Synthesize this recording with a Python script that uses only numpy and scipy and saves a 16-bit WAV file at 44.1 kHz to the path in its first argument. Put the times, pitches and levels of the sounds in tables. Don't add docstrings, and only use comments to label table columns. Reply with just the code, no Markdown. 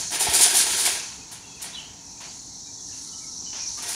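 import sys
import numpy as np
from scipy import signal
from scipy.fft import rfft, irfft, next_fast_len
from scipy.io import wavfile
from scipy.ndimage import uniform_filter1d

SR = 44100
rng = np.random.default_rng(int(sys.argv[2]) if len(sys.argv) > 2 else 0)


def master(y):
    cut = np.clip(np.atleast_2d(y).T, -1, 1)
    pcm = np.round(cut * 32767)
    wavfile.write(sys.argv[1], SR, pcm.astype(np.int16))


def ratio_of_db(decibels):
    return 10 ** (np.asarray(decibels, float) / 20)


N = 174195

# pitch_hz, level_db (per Hz)
TOWN_SPECTRUM = [(30, -12), (55, -2.5), (280, -6), (600, -17), (850, -13), (1150, -19), (2200, -28.5),
                 (3400, -35.5)]
# pitch_hz, level_db (per Hz)
AIR_SPECTRUM = [(2000, -20), (7000, 3.5), (11000, -13), (15500, -20)]
# start_s, level_db, nearest_singers_lift_db, highest_singers_lift_db
CHORUS_SWELL = [(0.0, -29, -5, 0), (.09, -31.5, -3, 2), (0.22, -41, 1, 8), (0.77, -26.5, -15, 0),
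                (1.11, -37.5, 1, 0), (1.25, -41.5, -3, -3), (1.42, -44, -1.5, 1.5), (1.7, -39.5, -1.5, 1),
                (1.95, -45, 0, -2.5), (2.15, -41.5, 1, 0.5), (2.34, -38, -4, 0.5), (2.69, -40, 1.5, -2),
                (3.0, -38, 1, 4), (3.3, -37.5, 5, 1), (3.45, -36.5, 3, -6), (3.6, -36, 8.5, -1),
                (3.75, -35, 5, 1.5), (3.95, -36.5, 3.5, 2)]
# pitch_hz, width_hz, level_db
WING_RESONANCES = [(4340, 1530, -7.5), (6520, 2620, -0.5), (8840, 4400, -11.5), (5815, 1700, -1.5)]
# start_s, length_s, start_hz, end_hz, level_db
BIRD_NOTES = [(0.998, .014, 2580, 2540, -43), (0.0, .09, 4350, 4300, -40), (1.13, .035, 2650, 2600, -50),
              (1.04, 0.014, 2550, 2600, -43), (1.213, .03, 2490, 2530, -51),
              (1.433, 0.027, 2750, 2630, -49), (1.47, 0.027, 2680, 2580, -59), (1.56, .03, 2780, 2490, -48),
              (1.44, 0.15, 3350, 3420, -55), (1.51, 0.032, 2700, 2600, -54), (1.355, .03, 2970, 2900, -50),
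              (1.9, 0.27, 2650, 2550, -66), (2.77, 0.05, 3450, 3476, -56), (2.64, 0.058, 3900, 3850, -49),
              (2.85, .05, 2850, 2880, -67), (2.222, .025, 4550, 4440, -46), (2.252, .03, 4050, 4300, -48),
              (2.278, 0.036, 4500, 4730, -44.5), (2.66, 0.05, 2420, 2380, -58),
              (2.922, 0.02, 2860, 2640, -49), (3.107, 0.017, 3300, 3150, -57),
              (3.127, 0.024, 3000, 2970, -46), (3.205, 0.061, 2350, 2180, -56),
              (3.0, 0.42, 1316, 1280, -59.5), (3.46, .045, 3000, 3000, -46), (3.51, .05, 2980, 2970, -54),
              (3.59, .1, 2450, 2360, -49), (3.772, 0.028, 1167, 1216, -37.5)]
# start_s, length_s, start_hz, end_hz, level_db
SCOLD_NOTES = [
    (1.73, 0.042, 3620, 3320, -37.5),
    (1.742, 0.0293, 3780, 4270, -37.5),
    (1.76, 0.048, 3110, 3070, -36.5),
    (1.788, 0.03, 2750, 2610, -47),
    (2.14, 0.068, 2390, 2500, -62),
    (2.88, .08, 1780, 1740, -61),
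    (1.85, 0.056, 3120, 3010, -49),
]
# start_s, rise_s, hold_s, level_db, release_db_per_s
SHEET_FLUTTERS = [
    (1.0, .03, 0.081, -44.5, 64),
    (1.296, 0.018, 0.041, -51.5, 40),
    (1.588, 0.027, .05, -44.5, 123),
    (1.71, 0.025, 0.11, -47.5, 66),
    (2.201, .006, 0.055, -43.5, 112),
    (2.898, 0.04, .05, -55.5, 80),
    (3.4, .08, .03, -58, 60),
    (3.525, .006, 0.071, -44, 110),
    (3.62, .02, .05, -51, 100),
    (3.771, .003, 0.047, -46.5, 150),
]
# pitch_hz, level_db
FLUTTER_SPECTRUM = [(250, -14), (600, -2), (1000, 3.5), (1600, -1.5), (2600, 1.5), (4300, -0.5), (7000, -5),
                    (12000, -30)]
# start_s, peak_db
TRAY_POPS = [(0.136, -27), (0.213, -24.5), (0.269, -19), (0.32, -22), (0.364, -31), (0.404, -20),
             (0.463, -23.5), (0.547, -22), (0.573, -29.5), (0.666, -25.5), (0.689, -32)]
# pitch_hz, level_db, t60_s
TRAY_MODES = [(398, -6.5, 0.043), (733, -4, 0.075), (855, -4.5, 0.081)]
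# start_s, level_db
MIC_BUMPS = [
    (.2875, -24),
    (1.91, -40),
    (1.57, -44),
]
# start_s, rise_s, hold_s, crease_level_db, sheet_rustle_relative_db
FOIL_TUGS = [(-.03, 0.011, 0.02, -34.5, -3), (0.099, 0.022, .012, -34, 1), (0.128, 0.012, .01, -28.5, -0.5),
             (0.189, 0.011, 0.029, -24, -6), (0.24, 0.011, 0.015, -30.5, 1),
             (0.269, 0.038, 0.03, -28.5, -1), (0.329, 0.006, 0.012, -21, -9.5),
             (0.342, .008, 0.022, -22, -13.5), (0.381, 0.0095, 0.019, -26, -0.5),
             (0.4, 0.015, 0.029, -17.5, -10), (0.451, 0.0077, 0.025, -26, -8.5),
             (0.493, .01, 0.032, -28, -0.5), (0.538, 0.006, 0.019, -23.5, -6),
             (0.551, .012, 0.052, -20, -11.5), (0.645, 0.02, 0.033, -30.5, 0.5),
             (0.697, .015, 0.037, -29.5, -2.5), (0.763, 0.006, 0.025, -27.5, -4.5),
             (0.786, .012, 0.038, -26, -7), (0.85, 0.0033, 0.008, -23, -3.5),
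             (0.86, .004, 0.011, -25, -6.5), (0.9, .01, 0.041, -34.5, -7),
             (0.944, 0.0037, 0.012, -37.5, 1.5), (1.3162, .001, .018, -41, -7),
             (1.6168, .003, .016, -37.5, -12), (1.637, .004, 0.0074, -43, 0.5),
             (2.205, .003, .008, -57, -3), (3.769, .003, 0.02, -48, 1), (3.82, 0.004, 0.012, -38, 1.5),
             (3.862, 0.0026, 0.013, -40.5, 0.5), (3.876, .01, 0.088, -34.5, -5.5)]
# start_s, peak_db
FOLD_SNAPS = [(0.1231, -17.5), (0.207, -13), (0.3386, -6), (0.41, -5), (0.5396, -12), (0.5694, -7),
              (0.7634, -15), (0.853, -11), (0.8634, -8), (0.9504, -20), (1.317, -28), (1.62, -25),
              (1.6255, -16), (1.6484, -30), (3.8254, -24), (3.837, -23), (3.8604, -22), (3.894, -18)]
# pitch_hz, level_db
CREASE_SPECTRUM = [(1500, -32), (3500, -6.5), (5200, -3.5), (7500, -2), (9400, -1.5), (11000, -7),
                   (13000, -16), (15700, -19)]
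# pitch_hz, level_db
SHEET_SPECTRUM = [(80, -36), (200, -9), (400, -3), (750, -6.5), (1500, 1), (3000, 1.5), (6000, -1),
                  (12000, -49)]
# pitch_hz, t60_s
SHEET_RING = [(300, 0.18), (1500, 0.28), (5000, 0.33), (9000, 0.22), (15000, 0.038)]
# pitch_hz, width_hz, level_db
TRAY_AIR = [(385, 86, -1), (698, 154, 3.5), (923, 217, 1.5)]
# pitch_hz, width_hz, level_db
HOUSING_DIPS = [(552, 112, -2.5), (1206, 100, -6), (8470, 230, -5.5)]


def unit(x):
    return x / np.sqrt(np.mean(x ** 2))


def read(table, hz):
    table_hz, value = np.array(table).T[:2]
    return np.interp(np.log(hz + 1), np.log(table_hz), value)


def shape(x, db_of):
    n = next_fast_len(len(x) + 2048)
    hz = np.arange(n // 2 + 1) * SR / n
    return irfft(rfft(x, n) * ratio_of_db(db_of(hz)), n)[:len(x)]


def band(x, hz, width_hz):
    return shape(x, lambda f: -40 * np.log10(1 + ((f - hz) / (width_hz / 2)) ** 2))


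def walk(rate_hz):
    k = max(int(SR / rate_hz), 2)
    steps = np.repeat(rng.standard_normal(N // 100), k)[:N]
    return unit(uniform_filter1d(uniform_filter1d(steps, k), k))


def swarm(clicks_per_s, scatter_db):
    hit, size, sign = rng.random((3, N))
    return unit((hit < clicks_per_s / SR) * ratio_of_db(-scatter_db * np.log(size + 0.0033)) * np.sign(sign - 0.5))


def convolve(x, h):
    return signal.fftconvolve(x, h)[:N]


def town():
    rumble = 0
    for hz in 40 * 2 ** np.arange(0, 6.6, 0.7):
        flicker_db = (2 if hz > 900 else 1) * walk(3) + walk(20)
        rumble = rumble + band(rng.standard_normal(N), hz, hz / 1.5) * ratio_of_db(flicker_db)
    rumble = unit(shape(rumble, lambda f: read(TOWN_SPECTRUM, f))) * ratio_of_db(-51)
    fan = unit(band(rng.standard_normal(N), 920, 220)) * ratio_of_db(-62 + 2 * walk(4))
    air = unit(shape(rng.standard_normal(N), lambda f: read(AIR_SPECTRUM, f))) * ratio_of_db(-56)
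    return rumble + air + fan


def chorus(t):
    start_s, level_db, near_db, high_db = np.array(CHORUS_SWELL).T
    wings = []
    for hz, width_hz, db in WING_RESONANCES:
        wander_db = walk(7.4) + 1.18 * walk(90)
        wings.append(unit(band(swarm(9000, 2.0), hz, width_hz)) * ratio_of_db(db + wander_db))
    high = wings[2] * ratio_of_db(np.interp(t, start_s, high_db))
    near = wings[3] * ratio_of_db(np.interp(t, start_s, near_db))
    return (wings[0] + wings[1] + high + near) * ratio_of_db(np.interp(t, start_s, level_db) - 4.0)


def sing(t, notes, warble, roughness, wander, rasp):
    out = np.zeros(N)
    for start_s, length_s, from_hz, to_hz, db in notes:
        a = slice(int(start_s * SR), int((start_s + length_s) * SR))
        u = np.clip((t[a] - start_s) / length_s, 0, 1)
        hz = (from_hz + (to_hz - from_hz) * u) * (1 + warble * wander[a])
        swell = np.sin(np.pi * u).clip(0) ** 0.5
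        out[a] += ratio_of_db(db) * (1 + roughness * rasp[a]) * swell * np.sin(2 * np.pi * np.cumsum(hz) / SR)
    return out


def birds(t):
    twitter = []
    for when, drop, pitch, loud in rng.random((70, 4)):
        hz = 1500 + 2200 * pitch
        twitter.append((3.9 * when, 0.021 + 0.069 * drop, hz, hz * (1 - 0.053 * drop), -72 + 6 * loud))
    wander = walk(200)
    out = sing(t, BIRD_NOTES + twitter, 0.02, 0.25, wander, walk(70))
    out = out + sing(t, SCOLD_NOTES, 0.03, 0.5, wander, walk(400))
    u = t[:SR // 2]
    echo = rng.standard_normal(len(u)) * ratio_of_db(-60 * u / 0.45)
    return out + ratio_of_db(-5) * convolve(out, echo / np.sqrt(np.sum(echo ** 2)))


def flutter(t):
    power = 0
    for start_s, rise_s, hold_s, db, release_db_s in SHEET_FLUTTERS:
        after = np.maximum(t - start_s - rise_s - hold_s, 0)
        power = power + np.clip((t - start_s) / rise_s, 0, 1) ** 2 * ratio_of_db(db - release_db_s * after) ** 2
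    rustle = unit(shape(swarm(7000, 0.99), lambda f: read(FLUTTER_SPECTRUM, f)))
    return np.sqrt(power) * rustle * ratio_of_db(walk(24.88))


def tray(t):
    attack_s = 0.00047
    out = np.zeros(N)
    for start_s, peak_db in TRAY_POPS:
        a = slice(int(start_s * SR), int(start_s * SR) + 8192)
        u = np.maximum(t[a] - start_s, 0)
        for hz, mode_db, t60_s in TRAY_MODES:
            level_chance, pitch_chance = rng.standard_normal(2)
            decay = ratio_of_db(peak_db + mode_db + 2 * level_chance - 60 * u / t60_s)
            mode_hz = hz * (1 + 0.042 * pitch_chance)
            out[a] += decay * (1 - np.exp(-u / attack_s)) * np.sin(2 * np.pi * mode_hz * u)
    return out


def bumps(t):
    width_s, thud_hz, thud_t60_s = 0.00099, 65.6, 0.094
    out = np.zeros(N)
    for start_s, db in MIC_BUMPS:
        u = np.maximum(t - start_s, 0)
        thud = 0.52 * ratio_of_db(-60 * u / thud_t60_s) * np.sin(2 * np.pi * thud_hz * u)
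        out += ratio_of_db(db) * (thud - np.exp(-((t - start_s) / width_s) ** 2))
    return out


def ringing(u):
    ring = 0
    for hz in 150 * 2 ** np.arange(0, 7, 0.5):
        t60_s = read(SHEET_RING, hz)
        ring = ring + np.sqrt(1 / t60_s) * band(rng.standard_normal(len(u)), hz, hz / 2) * ratio_of_db(-60 * u / t60_s)
    return ring / np.sqrt(np.sum(ring ** 2)) * ratio_of_db(-4)


def tug_power(t):
    body_db_s, top_db_s, sheet_db_s, fold_db_s = 350, 594, 131, 1800
    settle_db, settle_db_s = -12.5, 83
    crack_db, crack_s = 0, 0.019
    sheet_lag_s = 0.0031
    power = np.zeros((3, N))
    for start_s, rise_s, hold_s, db, rustle_db in FOIL_TUGS:
        a = slice(int(max(start_s, 0) * SR), int((start_s + hold_s + 0.6) * SR))
        u = t[a] - start_s
        after = np.maximum(u - rise_s - hold_s, 0)
        top_after = np.maximum(u - rise_s - hold_s / 2, 0)
        crack = ratio_of_db(crack_db * np.exp(-np.abs(u - rise_s) / crack_s - rise_s / 0.01)) ** 2
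        up = np.clip(u / max(rise_s, 1e-3), 0, 1) ** 2 * crack
        late = np.clip(u / (rise_s + sheet_lag_s), 0, 1) ** 2
        settling = ratio_of_db(db + settle_db - settle_db_s * after) ** 2
        power[0, a] += up * (ratio_of_db(db - body_db_s * after) ** 2 + settling)
        power[1, a] += up * ratio_of_db(db - top_db_s * top_after) ** 2
        power[2, a] += late * ratio_of_db(db + rustle_db - sheet_db_s * after) ** 2
    for start_s, peak_db in FOLD_SNAPS:
        a = slice(int(start_s * SR) - 44, int(start_s * SR) + 2000)
        power[:2, a] += ratio_of_db(peak_db - 14 - fold_db_s * (t[a] - t[a][0])) ** 2
    return power


def crease_db(hz):
    return read(CREASE_SPECTRUM, hz) + 4 * np.exp(-((hz - 9450) / 550) ** 2)


def foil(t):
    top_hz = 12000
    snaps = unit(shape(swarm(4100, 0), crease_db)) * ratio_of_db(0.8 * walk(150))
    top = shape(snaps, lambda f: -10 * np.log10(1 + (top_hz / (f + 1)) ** 8))
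    body = shape(snaps, lambda f: -10 * np.log10(1 + (f / top_hz) ** 8))
    rustle = unit(shape(swarm(2500, 3), lambda f: read(SHEET_SPECTRUM, f))) * ratio_of_db(walk(60))
    body, top, rustle = np.sqrt(tug_power(t)) * [body, top, rustle]
    hollow = ratio_of_db(4) * sum(band(rustle, hz, width_hz) * ratio_of_db(db) for hz, width_hz, db in TRAY_AIR)
    direct = body + top + rustle
    patch = np.repeat(rng.integers(0, 5, N // 128 + 1), 128)[:N]
    rung = 0
    for k in range(5):
        fade = np.sqrt(uniform_filter1d(1.0 * (patch == k), size=64).clip(0))
        rung = rung + convolve(direct * fade, ringing(t[:SR // 5]))
    return body + top + hollow + ratio_of_db(-3) * rustle + rung


def scene():
    t = np.arange(N) / SR
    return (town() + chorus(t) + birds(t) + flutter(t) + tray(t) + bumps(t) + foil(t))[None]


def band_limit(x):
    return signal.sosfilt(signal.butter(12, 15710, fs=SR, output="sos"), x)


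def record(dry):
    limit, bass_cut_hz, treble_cut_hz = 0.8, 30, 15700
    mic = shape(dry[0], lambda f: sum(db * np.exp(-((f - hz) / w) ** 2) for hz, w, db in HOUSING_DIPS))
    mic = limit * np.tanh(mic / limit)
    mic = shape(mic, lambda f: -10 * np.log10(1 + (bass_cut_hz / (f + 1)) ** 6) - 80 * (f > treble_cut_hz))
    return band_limit(mic[None])


dry = scene()
out = record(dry)
master(out)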